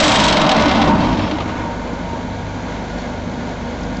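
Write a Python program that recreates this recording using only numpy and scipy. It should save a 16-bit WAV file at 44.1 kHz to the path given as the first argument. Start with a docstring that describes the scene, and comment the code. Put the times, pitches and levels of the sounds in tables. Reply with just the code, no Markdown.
"""A vibratory hammer on an excavator shakes a steel sheet pile: each turn of its weights slams the clamp
against the pile, which booms, rings and clashes. The microphone overloads at first. The hammer coasts
down in about 1.5 s, with loose slaps and clangs, and the gain control opens up as the rattle dies.
A rough hydraulic whine swells twice. The diesel and its pump run on, with faint ticks near the end."""
import sys
import numpy as np
from scipy import signal
from scipy.fft import rfft, irfft
from scipy.io import wavfile

SR = 44100
rng = np.random.default_rng(int(sys.argv[2]) if len(sys.argv) > 2 else 0)


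def unload_wav(signal):
    """Save mono or channel-first audio to the path in sys.argv[1] as 16-bit WAV at rate SR, clipped to [-1, 1]."""
    wavfile.write(
        sys.argv[1],
        SR,
        np.round(np.clip(np.atleast_2d(signal).T, -1, 1) * 32767).astype(np.int16),
    )


N = 176400
T = np.arange(N) / SR

# Speed of the eccentric weights. Each row: time in seconds, turns per second.
WEIGHT_SPEED = [(0, 26.4), (.3, 23.3), (.55, 19.0), (.7, 15.2), (.85, 15.0), (1.05, 11.0), (1.5, 10.4)]
# Spectrum of steel clashing on steel. Each row: frequency in Hz, relative level in dB.
CLASH_COLOUR = [(700, -21), (1300, 1.5), (2100, 2), (3200, 4.5), (3900, 5.5), (4700, -1.5), (5600, -3.5),
                (7200, -18), (8000, -36.5)]


def vibratory_hammer():
    """One blow per turn, chatter between: the ground thuds, the pile booms, rings and clashes."""
    # Each row: time in seconds, then levels of thud, boom, ring and clash in dB.
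    voice_levels = [(0, -13.5, -6, 1.5, -3), (.3, -17, -9.5, -6, -9), (.45, -43, -11, -9.5, -20.5),
                    (.62, -22.5, -15.5, -12.5, -19.5), (.8, -27, -16, -16.5, -27.5),
                    (.95, -19, -13.5, -16.5, -32), (1.1, -21.5, -18, -23.5, -33),
                    (1.35, -35, -24, -29.5, -37.5), (1.55, -32, -35.5, -29.5, -57),
                    (2.3, -73, -67, -39.5, -74)]
    # Spectra. Each row: frequency in Hz, relative level in dB.
    thud_colour = [(35, -15), (52, -2.5), (75, -2.5), (105, -2), (135, -8.5)]
    boom_colour = [(100, -19), (140, -5), (200, 0.5), (300, 0.5), (380, -10.5), (520, -24)]
    ring_colour = [(330, -18), (470, -8.5), (610, 2.5), (780, -8), (950, -1), (1250, -8.5), (1600, -13.5),
                   (2400, -16.5)]
    # Modes of pile and clamp jaws. Each row: frequency in Hz, relative level in dB, T60 in seconds.
    pile_modes = [(221.2, 1, .4), (303.6, 1, 0.25), (605, -2, 0.28), (630, -5, 0.9), (769, -0.5, 0.37),
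                  (883, -2, 1), (940, 0.5, 0.29), (964, -4.5, 0.17), (1137, -5, 0.58), (1482, -4, 0.54),
                  (2097, -8.5, 0.67)]
    jaw_modes = [(2816, -11, 0.29), (3157, 3.5, .12), (3327, -3, 0.13), (3796, 1, .15)]
    first_blow_s, chatter_per_s, chatter_scatter_db = .0395, 400, 2
    speed_hz = curve(WEIGHT_SPEED)
    turns = np.cumsum(speed_hz) / SR
    blows = pulses(turns - np.interp(first_blow_s, T, turns), scatter_db=1)
    chatter = (rng.random(N) < chatter_per_s / SR) * amp(chatter_scatter_db * rng.standard_normal(N))
    bite = (speed_hz / speed_hz[0]) ** 1.1  # slower blows clash less
    low_force = blows + amp(-11.5) * chatter
    mid_force = blows + amp(-1.5) * chatter
    high_force = blows * bite + amp(-15.5) * chatter
    thud = shape(low_force, thud_colour)
    boom = struck(low_force ** 2, boom_colour, t60_s=.11)
    ring = struck(mid_force ** 2, ring_colour, t60_s=.22) + amp(-2) * modes(mid_force, pile_modes)
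    clash = struck(high_force ** 2, CLASH_COLOUR, t60_s=.045) + amp(-8) * modes(high_force, jaw_modes)
    voices = (thud, boom, ring, clash)
    return sum(voice * amp(curve(voice_levels, column)) for column, voice in enumerate(voices, 1))


def interlock_slaps():
    """The loose pile hits its neighbour: brighter when hard, ringing longer as the hammer slows."""
    # Each row: start in seconds, level in dB.
    slaps = [(0.37, -7), (0.492, -5.5), (0.517, -7.5), (.597, -11.5), (.657, -11), (.679, -16), (.693, -14),
             (.712, -12.5), (.755, -16), (0.818, -11), (.885, -17.5), (1.045, -22), (1.119, -24),
             (1.194, -21), (1.237, -24), (1.268, -24), (1.311, -19.5), (1.354, -27), (1.385, -23),
             (1.404, -24), (1.489, -23.5)]
    # Each row: frequency in Hz, relative level in dB.
    dull_colour = [(300, 0), (650, 11), (1200, 8.5), (1550, -5.5), (2100, 0.5), (3300, -1.5), (5200, -32)]
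    t60_turns, hardening, bright_db = 1.25, 1.65, 3
    speed_hz = curve(WEIGHT_SPEED)
    hits = [(db, fade(t60_turns / np.interp(start_s, T, speed_hz), start_s)) for start_s, db in slaps]
    dull = sum(amp(db) * decay for db, decay in hits)
    bright = sum(amp(hardening * db + bright_db) * decay for db, decay in hits)
    return dull * noise(dull_colour) + bright * noise(CLASH_COLOUR)


def clangs():
    """The slowing hammer wakes resonances in turn: hollow in the pile, thin in the clamp."""
    # Each row: peak time in seconds, frequency in Hz, peak level in dB.
    pile_clangs = [(.4, 640, -15), (.487, 614, -18), (.525, 770, -16), (.68, 295, -12.5),
                   (.805, 794, -17.5), (.855, 743, -16), (.924, 923, -13), (.94, 203, -14.5),
                   (1.06, 306, -17.5), (1.15, 303, -32), (1.335, 311, -25), (1.5, 308, -28.5),
                   (1.63, 313, -29.5)]
    clamp_singing = [(.92, 2690, -38), (.93, 4718, -44), (1.22, 5329, -47.5)]
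    hollow = swells(pile_clangs, sigma_s=.025, width_hz=70)
    thin = swells(clamp_singing, sigma_s=.11, width_hz=40)
    return hollow + thin


def diesel():
    """Four cylinders at steady speed: exhaust drone, uneven firings, a knock per firing, fan."""
    # Exhaust drone. Each row: multiple of the cycle rate, relative level in dB.
    harmonics = [(2, -12.5), (4, 1.5), (6, -0.5), (8, 0), (10, -10.5), (12, -7.5), (13, -6.5), (14, -0.5),
                 (16, -4), (18, -6.5), (19, 1.5), (20, -1.5), (22, -3.5)]
    # Spectra of the firings and of knock and fan. Each row: frequency in Hz, relative level in dB.
    exhaust_colour = [(40, -29), (90, -4), (130, -4), (175, -2.5), (260, -1.5), (330, -5.5), (450, -17)]
    clatter_colour = [(150, -2), (440, -1), (560, 1), (750, -1), (930, -2.5), (1060, -7.5), (1250, -12.5),
                      (1550, -7.5), (1880, -13.5), (2150, -9.5), (2650, -18.5), (3300, -16.5), (4500, -20),
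                      (5100, -25.5), (6300, -23), (7300, -26.5), (7900, -43)]
    cycle_hz, wander, knock_decay_firings = 12.67, .0013, .46
    drone_flutter_db, knock_flutter_db, fan_flutter_db = 2.5, 2.1, .64
    cycles = np.cumsum(cycle_hz * (1 + wander * walk(2.5))) / SR
    firings = 4 * cycles
    drone = np.zeros(N)
    for order, db in harmonics:
        peak = np.sqrt(2) * amp(db + drone_flutter_db * walk(5))
        drone += peak * np.sin(2 * np.pi * (order * cycles + rng.random()))
    exhaust = struck(pulses(firings, scatter_db=-.5) ** 2, exhaust_colour, t60_s=.032)
    knock_envelope = np.exp(-(firings % 1) / knock_decay_firings) * amp(knock_flutter_db * walk(30))
    knock = unit(knock_envelope * noise(clatter_colour))
    fan = noise(clatter_colour) * amp(fan_flutter_db * walk(3.4))
    return amp(-36.5) * drone + amp(-33) * exhaust + amp(-37.5) * knock + amp(-30) * fan


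def hydraulics():
    """Steady pump tones, and a rough whine that swells twice as the rattle ends."""
    # Each row: frequency in Hz, level in dB, width in Hz.
    pump_tones = [(480.6, -41, 2.5), (1448, -45.5, 8), (1627, -51, 22)]
    # Each row: time in seconds, level in dB.
    whine_levels = [(1.3, -41), (1.7, -31.5), (1.85, -41), (2.03, -42.5), (2.09, -33), (2.27, -34.5),
                    (2.32, -42.5)]
    pump = sum(amp(db) * wavering_tone(hz, width_hz) for hz, db, width_hz in pump_tones)
    whine = amp(curve(whine_levels)) * rough_tone(hz=927, width_hz=29)
    return pump + whine


def clinks_and_ticks():
    """Loose metal clinks and a few faint, bright ticks."""
    # Each row: start in seconds, frequency in Hz, level in dB, T60 in seconds.
    clinks = [(1.007, 4370, -27.5, 0.04), (2.984, 4240, -42, 0.1), (2.984, 4870, -49, 0.11),
              (2.984, 5585, -39.5, 0.11)]
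    # Each row: start in seconds, level in dB, T60 in seconds.
    ticks = [(2.984, -47, 0.27), (3.832, -36, 0.053), (3.97, -29.5, 0.013)]
    # Each row: frequency in Hz, relative level in dB.
    tick_colour = [(3300, -10), (4500, 5), (6300, -3), (7100, -2.5), (8200, -36)]
    metal = sum(amp(db) * fade(t60_s, start_s) * wavering_tone(hz, width_hz=110)
                for start_s, hz, db, t60_s in clinks)
    tick_envelope = sum(amp(db) * fade(t60_s, start_s) for start_s, db, t60_s in ticks)
    return metal + tick_envelope * noise(tick_colour)


def pulses(turns, scatter_db):
    """One impulse of uneven size per whole turn."""
    onsets = np.flatnonzero(np.diff(np.floor(turns)) > 0)
    train = np.zeros(N)
    train[onsets] = amp(scatter_db * rng.standard_normal(N)[:len(onsets)])
    return train


def struck(energy, colour, t60_s):
    """Dense resonances: each blow adds energy, which then decays; rms 1."""
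    stored_energy = np.maximum(excite(energy, fade(t60_s) ** 2), 0)
    return shape(np.sqrt(stored_energy) * rng.standard_normal(N), colour)


def modes(force, table):
    """Damped steel modes rung by a force; rms 1."""
    return unit(sum(amp(db) * unit(excite(force, np.sin(2 * np.pi * hz * T) * fade(t60_s)))
                    for hz, db, t60_s in table))


def excite(force, response):
    """Circular convolution: the body is already in motion at the start."""
    return irfft(rfft(force) * rfft(response), N)


def swells(table, sigma_s, width_hz):
    """Resonances that each build and die around a peak time, half pure and half rough."""
    total = np.zeros(N)
    for peak_s, hz, db in table:
        envelope = amp(db) * np.exp(-.5 * ((T - peak_s) / sigma_s) ** 2)
        pure = np.sqrt(2) * np.sin(2 * np.pi * hz * T)
        total += envelope * unit(pure + rough_tone(hz, width_hz))
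    return total


def rough_tone(hz, width_hz):
    """A narrow resonance driven by noise; rms 1."""
    bins_hz = np.fft.rfftfreq(N, 1 / SR)
    detuning = 2 * (bins_hz - hz) / width_hz
    return unit(irfft(rfft(rng.standard_normal(N)) / (1 + detuning ** 2), N))


def wavering_tone(hz, width_hz, flutter_db=3):
    """A sine unsteady in pitch and level; rms 1."""
    pitch_hz = hz + width_hz / 2 * walk(17.2)
    return unit(np.sin(2 * np.pi * np.cumsum(pitch_hz) / SR) * amp(flutter_db * walk(11)))


def noise(colour):
    """Coloured noise; rms 1."""
    return shape(rng.standard_normal(N), colour)


def shape(x, colour, skirt_db_per_octave=13):
    """Filter by (Hz, dB) points, rolling off beyond the ends; rms 1."""
    hz, db = np.array(colour, float).T
    octaves = np.log2(np.maximum(np.fft.rfftfreq(N, 1 / SR), 1))
    octaves_outside = np.abs(octaves - np.clip(octaves, np.log2(hz[0]), np.log2(hz[-1])))
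    gain_db = np.interp(octaves, np.log2(hz), db) - skirt_db_per_octave * octaves_outside
    return unit(irfft(rfft(x) * amp(gain_db), N))


def walk(rate_hz):
    """Smooth zero-mean random drift; rms 1."""
    bins_hz = np.fft.rfftfreq(N, 1 / SR)
    lowpass = np.exp(-(bins_hz / rate_hz) ** 2) * (bins_hz > 0)
    return unit(irfft(rfft(rng.standard_normal(N)) * lowpass, N))


def fade(t60_s, start_s=0):
    """Sudden onset, exponential decay."""
    return (T >= start_s) * np.exp(-np.log(1000) * np.maximum(T - start_s, 0) / max(t60_s, .002))


def curve(table, column=1):
    """One table column, linearly interpolated in time."""
    rows = np.array(table, float)
    return np.interp(T, rows[:, 0], rows[:, column])


def amp(db):
    """Decibels to gain."""
    return 10 ** (np.asarray(db) / 20)


def unit(x):
    """Scale to rms 1."""
    return x / np.sqrt(np.mean(x ** 2) + 1e-18)


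def scene():
    """All sources at one microphone."""
    pile = vibratory_hammer() + interlock_slaps() + clangs()
    return (pile + diesel() + hydraulics() + clinks_and_ticks())[None]


def record(dry):
    """A low-pass dulls the treble, the input overloads, gain control limits, and the top is cut."""
    treble_cut_hz, overload_db, stopband_hz = 7700, -2.5, 9350
    agc_target_db, agc_time_s = -12, .044
    treble_cut = signal.butter(16, treble_cut_hz, fs=SR, output="sos")
    drive = signal.sosfilt(treble_cut, dry) / amp(overload_db)
    clipped = amp(overload_db) * drive / (1 + drive ** 8) ** (1 / 8)
    power = clipped[0] ** 2
    pole = np.exp(-1 / (agc_time_s * SR))
    initial_power = power[:SR // 10].mean()  # gain starts already turned down
    smooth_power = signal.lfilter([1 - pole], [1, -pole], power, zi=[initial_power])[0]
    gain = (1 + (smooth_power / amp(agc_target_db) ** 2) ** 3) ** (-1 / 6)
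    top_cut = signal.cheby2(14, 70, stopband_hz, fs=SR, output="sos")
    return signal.sosfilt(top_cut, clipped * gain)


dry = scene()
out = record(dry)
unload_wav(out)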